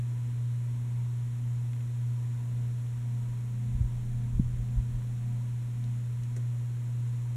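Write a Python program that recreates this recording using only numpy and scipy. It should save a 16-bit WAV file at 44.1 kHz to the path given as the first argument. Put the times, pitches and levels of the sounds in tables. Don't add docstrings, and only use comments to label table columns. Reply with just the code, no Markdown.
import sys
import numpy as np
from scipy.fft import rfft, irfft, next_fast_len
from scipy.io import wavfile
from scipy.ndimage import map_coordinates

SR = 44100
rng = np.random.default_rng(int(sys.argv[2]) if len(sys.argv) > 2 else 0)


def unload_wav(signal):
    wavfile.write(
        sys.argv[1],
        SR,
        np.round(np.clip(np.atleast_2d(signal).T, -1, 1) * 32767).astype(np.int16),
    )


N = 324576

HUM_HZ, FIRST_PASS_S = 120.07, .5
# multiple, level/dB, close boost/dB, close swell/dB,
# far lead/blade passes, close lead/blade passes
HUM_OVERTONES = [(2, -58.5, 1.5, 5.5, .47, -.05), (3, -76, 0, 1, 0, 0), (4, -81, 0, 1, 0, 0),
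                 (5, -84, 5, 2, 0, 0), (6, -82.5, 9, 6.5, .14, .14)]
# t/s, blade passes/Hz
PASS_RATE = [(0, 1.886), (3.2, 1.866), (5, 1.794), (7.36, 1.723)]
# t/s, f/Hz
ROTOR_PITCH = [(0, 210), (2.5, 209), (4.7, 206.2), (7.36, 206)]
# ratio to the upper tone, close level/dB
ROTOR_PARTIALS = [(1, -51.5), (6 / 7, -58)]
# t/s, nearness (0-1)
MIC_NEARNESS = [(0, 0.09), (2.2, 0.1), (2.7, 0.51), (3.2, 0.69), (3.7, 0.95), (4.7, 0.94), (5.3, 0.9),
                (6, 0.65), (6.5, 0.26), (7.36, 0.28)]
# t/s, envelope peak level/dB, f/Hz
EDDY_PUFFS = [(3.3, -41, 45), (3.76, -24, 57.7), (3.812, -17.5, 87), (3.848, -21.5, 49.6),
              (4.356, -23.5, 42), (4.3991, -10.5, 151.5), (4.462, -27, 95), (4.616, -29, 45.3),
              (4.786, -18.5, 49), (4.96, -31, 35)]
# f/Hz, relative level/dB
AIR_SPECTRUM = [(12, -8), (25, -0.5), (60, -1), (130, 0), (190, -7.5), (260, -8), (330, -12.5), (450, -15),
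                (600, -20), (820, -24), (1300, -26), (3000, -39)]
# f/Hz, width/Hz, level/dB
AIR_RESONANCES = [(972, 134, -69), (3160, 150, -84.5), (7034, 190, -75.5), (11300, 410, -85.5)]
# f/Hz, level/dB, t60/s
CLICK_RING = [(396, -47, 0.13), (1700, -53.5, 0.11), (6600, -47.5, 0.071)]
# t/s, level/dB, centre f/Hz
FAINT_TICKS = [(1.7322, -47.5, 1980), (1.8073, -54, 1900), (2.3508, -63, 1700), (5.0188, -54, 1500),
               (5.8403, -52.5, 3900), (6.235, -49.5, 4400)]
# f/Hz, relative level/dB
HISS_SPECTRUM = [(300, -5), (1200, -3), (2000, -0.5), (2900, -5), (3700, -5), (5800, -6), (7500, -5.5),
                 (11000, -9), (15700, -15.5)]
# f/Hz, level/dB
MIC_WHISTLES = [(7852, -92), (7882, -93)]


def motor(near, far_swell_share=0.32, waver_db=1.26, drift_hz=.3):
    passes = blade_passes()
    out = hum(near, passes)
    depth = far_swell_share + (1 - far_swell_share) * near
    for multiple, db, close_db, swell_db, far_lead, close_lead in HUM_OVERTONES:
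        lead = far_lead + (close_lead - far_lead) * near
        blades_db = swell_db * depth * swell(passes, lead)
        level_db = db + close_db * near ** 2 + blades_db + waver_db * wobble(11)
        out += amp(level_db) * tone(multiple * HUM_HZ + drift_hz * wobble(6))
    return out + rotor(near, passes, waver_db)


def hum(near, passes, level_db=-31.0, close_db=-1.5, swell_db=0.91, shoulder_db=0.43, waver_db=0.25):
    blades_db = swell_db * swell(passes, lead=0) + shoulder_db * swell(2 * passes, lead=0.16)
    return amp(level_db + close_db * near + blades_db + waver_db * wobble(9)) * tone(HUM_HZ)


def rotor(near, passes, waver_db, far_db=-17, swell_db=3.5):
    blades_db = swell_db * swell(passes, lead=0.11)
    out = np.zeros(N)
    for ratio, db in ROTOR_PARTIALS:
        level_db = db + far_db * (1 - near) + blades_db + waver_db * wobble(5.6)
        out += amp(level_db) * tone(ratio * curve(ROTOR_PITCH))
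    return out


def blade_passes():
    count = np.cumsum(curve(PASS_RATE)) / SR
    return count - np.interp(FIRST_PASS_S, clock(), count)


def swell(passes, lead):
    return np.cos(2 * np.pi * (passes + lead))


def eddies(edge=2.25, half_length_cycles=0.76, typical_hz=50):
    out = np.zeros(N)
    for s, db, hz in EDDY_PUFFS:
        cycles = (clock() - s) * hz
        length = half_length_cycles * np.sqrt(typical_hz / hz)
        bell = np.exp(edge * (1 - np.hypot(1, cycles / length)))
        out -= amp(db) * np.sin(2 * np.pi * cycles) * bell
    return out


def downdraught(near, start_s=3.7, end_s=5.0, fade_s=0.06, close_db=-48, far_db=-26, inside_db=8,
                wake_db=-20.0, wake_s=0.033, lump_db=2.5):
    t = clock()
    rumble = noise([(10, -19), (25, 10.5), (50, 2.5), (90, 3.0), (150, -8.0), (250, -24.5),
                    (400, -29.5), (900, -56.5), (3000, -120)])
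    lumpy_rumble = unit(amp(lump_db * wobble(14)) * rumble)
    inside = np.interp(t, [start_s - fade_s, start_s, end_s, end_s + fade_s], [0, 1, 1, 0])
    flow = amp(close_db + far_db * (1 - near) + inside_db * inside)
    flurries = sum(amp(db + wake_db) * np.exp(-np.abs(t - s) / wake_s) for s, db, _ in EDDY_PUFFS)
    return (flow + flurries) * lumpy_rumble


def handling_click(start_s=6.362, attack_s=.004):
    rise = np.clip((clock() - start_s) / attack_s, 0, 1)
    return rise * sum(burst(start_s, db, hz, t60, breadth=0.63) for hz, db, t60 in CLICK_RING)


def ticks():
    return sum(burst(s, db, hz, t60=0.023, breadth=1.05) for s, db, hz in FAINT_TICKS)


def air(level_db=-52, sway_db=0.83, band_sway_db=1.5):
    out = amp(level_db + sway_db * wobble(7.7)) * noise(AIR_SPECTRUM)
    for hz, width_hz, db in AIR_RESONANCES:
        out += amp(db + band_sway_db * wobble(4.6)) * noise_band(hz, width_hz)
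    return out


def burst(start_s, db, hz, t60, breadth):
    age = clock() - start_s
    return (age >= 0) * amp(db - 60 * np.abs(age) / t60) * noise_band(hz, breadth * hz)


def tone(hz):
    return np.sqrt(2) * np.sin(2 * np.pi * (np.cumsum(hz * np.ones(N)) / SR + rng.random()))


def noise(points):
    f, db = np.transpose(points)
    spectrum = lambda hz: amp(np.interp(np.log(hz + 1), np.log(f), db))
    return unit(filtered(rng.standard_normal(N), spectrum))


def noise_band(hz, width_hz):
    mode = resonance(hz, width_hz)
    return unit(filtered(rng.standard_normal(N), lambda f: mode(f) ** 2))


def resonance(centre_hz, width_hz):
    return lambda f: 1j * f * width_hz / (centre_hz ** 2 - f ** 2 + 1j * f * width_hz)


def filtered(x, response):
    size = next_fast_len(N + SR // 2)
    return irfft(rfft(x, size) * response(np.fft.rfftfreq(size, 1 / SR)), size)[:N]


def wobble(rate):
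    knots = rng.standard_normal(int(N * rate / SR) + 4)
    return map_coordinates(knots, [np.arange(N) * rate / SR])


def curve(rows):
    return np.interp(clock(), *np.transpose(rows))


def clock():
    return np.arange(N) / SR


def amp(db):
    return 10 ** (np.asarray(db) / 20)


def unit(x):
    return x / np.sqrt(np.mean(x ** 2) + 1e-20)


def scene():
    near = curve(MIC_NEARNESS)
    return (motor(near) + air() + downdraught(near) + eddies() + ticks() + handling_click())[None]


def record(dry, hiss_db=-60, notch_hz=4800, notch_width_hz=900, notch_depth=0.56,
           roll_hz=14700, top_hz=15720):
    hiss = amp(hiss_db) * noise(HISS_SPECTRUM)
    whistles = sum(amp(db) * tone(hz) for hz, db in MIC_WHISTLES)
    notch = resonance(notch_hz, notch_width_hz)
    response = lambda hz: (1 - notch_depth * notch(hz)) ** 2 / (1 + (hz / roll_hz) ** 4) * (hz < top_hz)
    return filtered(dry[0] + hiss + whistles, response)[None]


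dry = scene()
out = record(dry)
unload_wav(out)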